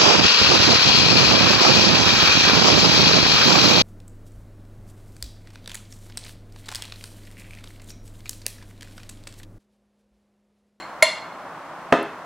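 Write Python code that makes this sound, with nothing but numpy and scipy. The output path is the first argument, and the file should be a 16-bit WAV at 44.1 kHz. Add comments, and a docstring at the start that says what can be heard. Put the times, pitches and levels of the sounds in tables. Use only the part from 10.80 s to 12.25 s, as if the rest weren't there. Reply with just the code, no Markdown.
"""A drinking glass clinks on the rim of a hand-held steel cup: a crack, quickly choked modes, a thin ring.
The glass is then set down with a dull knock, ringing the table and rocking flat on its base.
A small live room answers both blows; each briefly overloads the close stereo microphone.
Behind them: a steady fan-like rush, two faint ticks and the dying ring of an earlier touch."""
import sys
import numpy as np
from scipy import signal
from scipy.fft import rfft, irfft, next_fast_len
from scipy.io import wavfile
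from scipy.ndimage import map_coordinates

SR = 44100
rng = np.random.default_rng(int(sys.argv[2]) if len(sys.argv) > 2 else 0)


def wav_out(sig):
    """Save sig, one row per channel (or a flat mono array), as 16-bit PCM at SR to the path in sys.argv[1]."""
    wavfile.write(sys.argv[1], SR, np.round(np.clip(np.atleast_2d(sig).T, -1, 1) * 32767).astype(np.int16))


N = 63945

# stereo width of diffuse room sound (frequency [Hz], side minus mid [dB])
ROOM_SIDE = [(100, -30), (300, -32), (1000, -32), (2200, -20.5), (3500, -14.5), (6000, -11.5), (10000, -4)]


def amp(db):
    """Decibels to gain."""
    return 10 ** (np.asarray(db) / 20)


def unit(x):
    """Scale to rms 1."""
    return x / np.sqrt(np.mean(x ** 2) + 1e-20)


def along(points, hz):
    """Interpolate (Hz, value) points on a log frequency axis."""
    freqs, values = np.transpose(points)
    return np.interp(np.log(hz + 1), np.log(freqs + 1), values)


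def filtered(x, response):
    """Apply the gain response(hz) by FFT."""
    size = next_fast_len(N + SR // 2)
    return irfft(rfft(x, size) * response(np.fft.rfftfreq(size, 1 / SR)), size)[..., :N]


def shaped(x, curve_db):
    """Filter by a (Hz, dB) curve."""
    return filtered(x, lambda hz: amp(along(curve_db, hz)))


def noise(spectrum_db):
    """Coloured noise, rms 1."""
    return unit(shaped(rng.standard_normal(N), spectrum_db))


def since(start_s):
    """Seconds since start_s, zero before."""
    return np.maximum(np.arange(N) / SR - start_s, 0)


def fade(start_s, t60_s, attack_s=0.00056):
    """Fast rise, exponential decay."""
    t = since(start_s)
    return (1 - np.exp(-t / attack_s)) * np.exp(-np.log(1000) * t / t60_s)


def ring(start_s, modes, attack_s=0, attack_cycles=0):
    """Struck damped modes; rise time is attack_s plus attack_cycles periods."""
    return sum(amp(db + rng.normal(0, 0.17))
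               * fade(start_s, t60_s, attack_s + attack_cycles / hz)
               * np.sin(2 * np.pi * hz * since(start_s)) for hz, db, t60_s in modes)


def spread(pair, side_db):
    """Two unrelated signals as mid and side, to left and right."""
    mid, side = pair[0], shaped(pair[1], side_db)
    return np.array([mid + side, mid - side])


def ports(x, left_lead_s, left_db):
    """Time and level difference of a near source at the two microphone ports."""
    half = np.array([[.5], [-.5]])
    return filtered(x, lambda hz: amp(half * left_db) * np.exp(2j * np.pi * hz * half * left_lead_s))


def room(x, delay_s=0.0053, build_s=0.0052):
    """Diffuse reverberation: builds up, then each frequency decays at its own rate."""
    # room decay (frequency [Hz], t60 [s])
    decay = [(150, 0.54), (400, 0.36), (1000, 0.45), (2700, 0.49), (7000, 0.41), (11000, 0.31),
             (15000, 0.2)]
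    # room colour (frequency [Hz], gain [dB])
    colour = [(60, -14), (110, -15), (165, 4), (260, -5.5), (335, 4.5), (640, -1), (1200, 1), (2200, 0),
              (4000, 2.5), (8000, -0.5), (11000, -0.5), (15000, -3)]
    hz, t, spectra = signal.stft(rng.standard_normal((2, N)), SR, nperseg=256)
    spectra *= np.exp(-np.log(1000) * t / along(decay, hz)[:, None])
    tail = signal.istft(spectra, SR, nperseg=256)[1][:, :N]
    tail *= 1 - np.exp(-since(delay_s) / build_s)
    tail = shaped(tail / np.linalg.norm(tail[0]), colour)
    return signal.fftconvolve(x[None], spread(tail, ROOM_SIDE), axes=1)[:, :N]


def fan(level_db=-37.5, wander_db=0.07, wander_hz=12):
    """Steady fan-like mid-range rush; the level wanders slightly."""
    # rush spectrum (frequency [Hz], relative density [dB])
    spectrum = [(25, -25), (70, -17.5), (120, -12.5), (165, -3), (215, -8.5), (300, -4), (430, -9),
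                (600, 0), (900, 0), (1080, 2), (1500, -5), (2500, -17.5), (4000, -26.5), (8000, -34.5),
                (15000, -44)]
    # stereo width (frequency [Hz], side minus mid [dB])
    width = [(50, -23), (180, -21.5), (400, -14.5), (700, -18.5), (1100, -22.5), (2200, -7.5), (5000, -1),
             (15000, -2.5)]
    wander = map_coordinates(rng.standard_normal(N // 100), [np.arange(N) * wander_hz / SR])
    return amp(level_db + wander_db * wander) * spread([noise(spectrum), noise(spectrum)], width)


def earlier_touch(level_db=-39.5, t60_s=0.42):
    """The cup's ring from an earlier touch dies away in the room."""
    # diffuse ring (frequency [Hz], relative density [dB])
    spectrum = [(1500, -16), (2000, -3), (2180, 1.5), (2400, -17), (3050, -9), (3800, -19.5), (4240, 1),
                (4600, -22), (6600, -26), (7250, -13.5), (8000, -31), (9200, -26.5), (12000, -44)]
    return amp(level_db) * fade(0, t60_s) * spread([noise(spectrum), noise(spectrum)], ROOM_SIDE)


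def ticks():
    """Two faint bursts of band noise."""
    # ticks (time [s], level [dB], centre [Hz], width [octaves], t60 [s])
    bursts = [(0.987, -28.5, 990, 0.4, .03), (1.228, -39.5, 10200, 0.32, 0.014)]

    def band(centre_hz, width_oct):
        bell = lambda hz: np.exp(-.5 * (np.log2((hz + 1) / centre_hz) / width_oct) ** 2)
        return unit(filtered(rng.standard_normal(N), bell))

    return sum(amp(db) * fade(s, t60_s) * band(hz, octaves) for s, db, hz, octaves, t60_s in bursts)


def knock(thud_db=-7.5, thud_t60_s=0.029, room_db=-7.5):
    """Glass on table: the landing rings the modes, each contact of the rocking base thuds."""
    # base contacts (time [s], relative level [dB])
    landings = [(1.1243, 5.5), (1.1315, -7.5), (1.138, -6)]
    # modes of table top and glass base (frequency [Hz], level [dB], t60 [s])
    table_modes = [(165, -26, .12), (272, -6, .06), (325, -16, .15), (412, -9, .08), (570, -13, .08),
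                   (655, -7, .065), (735, -18, .06), (1015, -10, .06), (1250, -12, .03), (1375, -12, .035),
                   (1650, -23, .03), (1870, -23, .03), (2480, -21, .016), (3660, -20, .012)]
    # blunt contact (frequency [Hz], relative density [dB])
    thud_spectrum = [(30, -32), (100, -19), (170, -12), (260, -5.5), (600, -0.5), (850, -6), (1300, -4),
                     (1600, -9), (2500, -14), (3800, -22.5), (5000, -30.5), (9000, -41), (15000, -53.5)]
    # radiation of the modes into the room (frequency [Hz], gain [dB])
    radiation = [(150, -0.5), (700, 1), (1100, 2), (1400, -8), (2500, -1), (3700, -12)]
    thuds = sum(amp(thud_db + db) * fade(s, thud_t60_s) * noise(thud_spectrum) for s, db in landings)
    modes = ring(landings[0][0], table_modes, attack_cycles=0.5)
    direct = ports(thuds + modes, left_lead_s=-1e-5, left_db=0.24)
    radiated = thuds + shaped(modes, radiation)
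    return direct + amp(room_db) * room(radiated)


def clink(start_s=0.2243, attack_s=0.0013, free_s=0.0212, choke_t60_s=0.033,
          crack_db=-8, sing_db=-34, room_db=-10.5):
    """Glass on steel: a crack, directional modes choked after free_s, then the glass sings on."""
    # modes of cup and glass in contact
    # (frequency [Hz], level [dB], t60 [s], extra into room [dB], left minus right [dB])
    rim_modes = [(634.7, -4.5, 0.12, -2.5, -1), (1023, -18, 0.11, 1.5, -1), (1402, -8.5, .03, -2, -0.5),
                 (1870, -13, 0.075, -3, -1), (2062, -8.5, 0.038, 4.5, 5.5), (2136, 4.5, .04, -3.5, -1.6),
                 (2177, -16.5, 0.11, 3.5, -7), (2798, -18.5, 0.1, 5.5, .5), (3494, -19, 0.056, 6, 7),
                 (4205, -17, 0.47, -1, -1), (4314, -18, 0.038, 10, 7), (7070, -16.5, 0.064, -4, -3),
                 (7650, -21.5, 0.055, 4.5, 10), (9100, -27.5, .08, 4, -6), (9250, -26.5, 0.049, 2.5, 5),
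                 (10770, -17.5, 0.097, -7.5, -.5)]
    # hard contact (frequency [Hz], relative density [dB])
    crack_spectrum = [(30, -20), (120, -14), (300, -5), (700, -5), (1200, 5.5), (1620, -12.5), (2000, 5),
                      (2500, -9.5), (3500, 0.5), (5500, -6.5), (8000, -9), (11000, -12), (13000, -25),
                      (16000, -26)]
    # modes of the free glass (frequency [Hz], relative level [dB], t60 [s])
    glass_modes = [(2840, -6, .42), (4160, -6, 0.56), (4180, -4, 0.74), (7000, -22, .3), (10750, 1, 0.17)]
    *_, send_db, left_db = np.transpose(rim_modes)
    choke = np.exp(-np.log(1000) * since(start_s + free_s) / choke_t60_s)
    modes = choke * np.array([ring(start_s, [mode[:3]], attack_s) for mode in rim_modes])
    crack = amp(crack_db) * fade(start_s, t60_s=0.035) * noise(crack_spectrum)
    sing = amp(sing_db) * ring(start_s, glass_modes, attack_s)
    panned = amp([left_db / 2, -left_db / 2]) @ modes
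    direct = crack + ports(panned + sing, left_lead_s=1e-5, left_db=0)
    radiated = amp(send_db) @ modes + crack + sing
    return direct + amp(room_db) * room(radiated)


def scene():
    """Both blows and the small sounds over the rush, in stereo."""
    return earlier_touch() + clink() + knock() + ticks() + fan()


def record(dry, ceiling=0.91, hardness=5.6, top_hz=15750):
    """Microphone overload: soft clip, then band limit."""
    clipped = dry / (1 + np.abs(dry / ceiling) ** hardness) ** (1 / hardness)
    return filtered(clipped, lambda hz: hz < top_hz)


dry = scene()
out = record(dry)
wav_out(out)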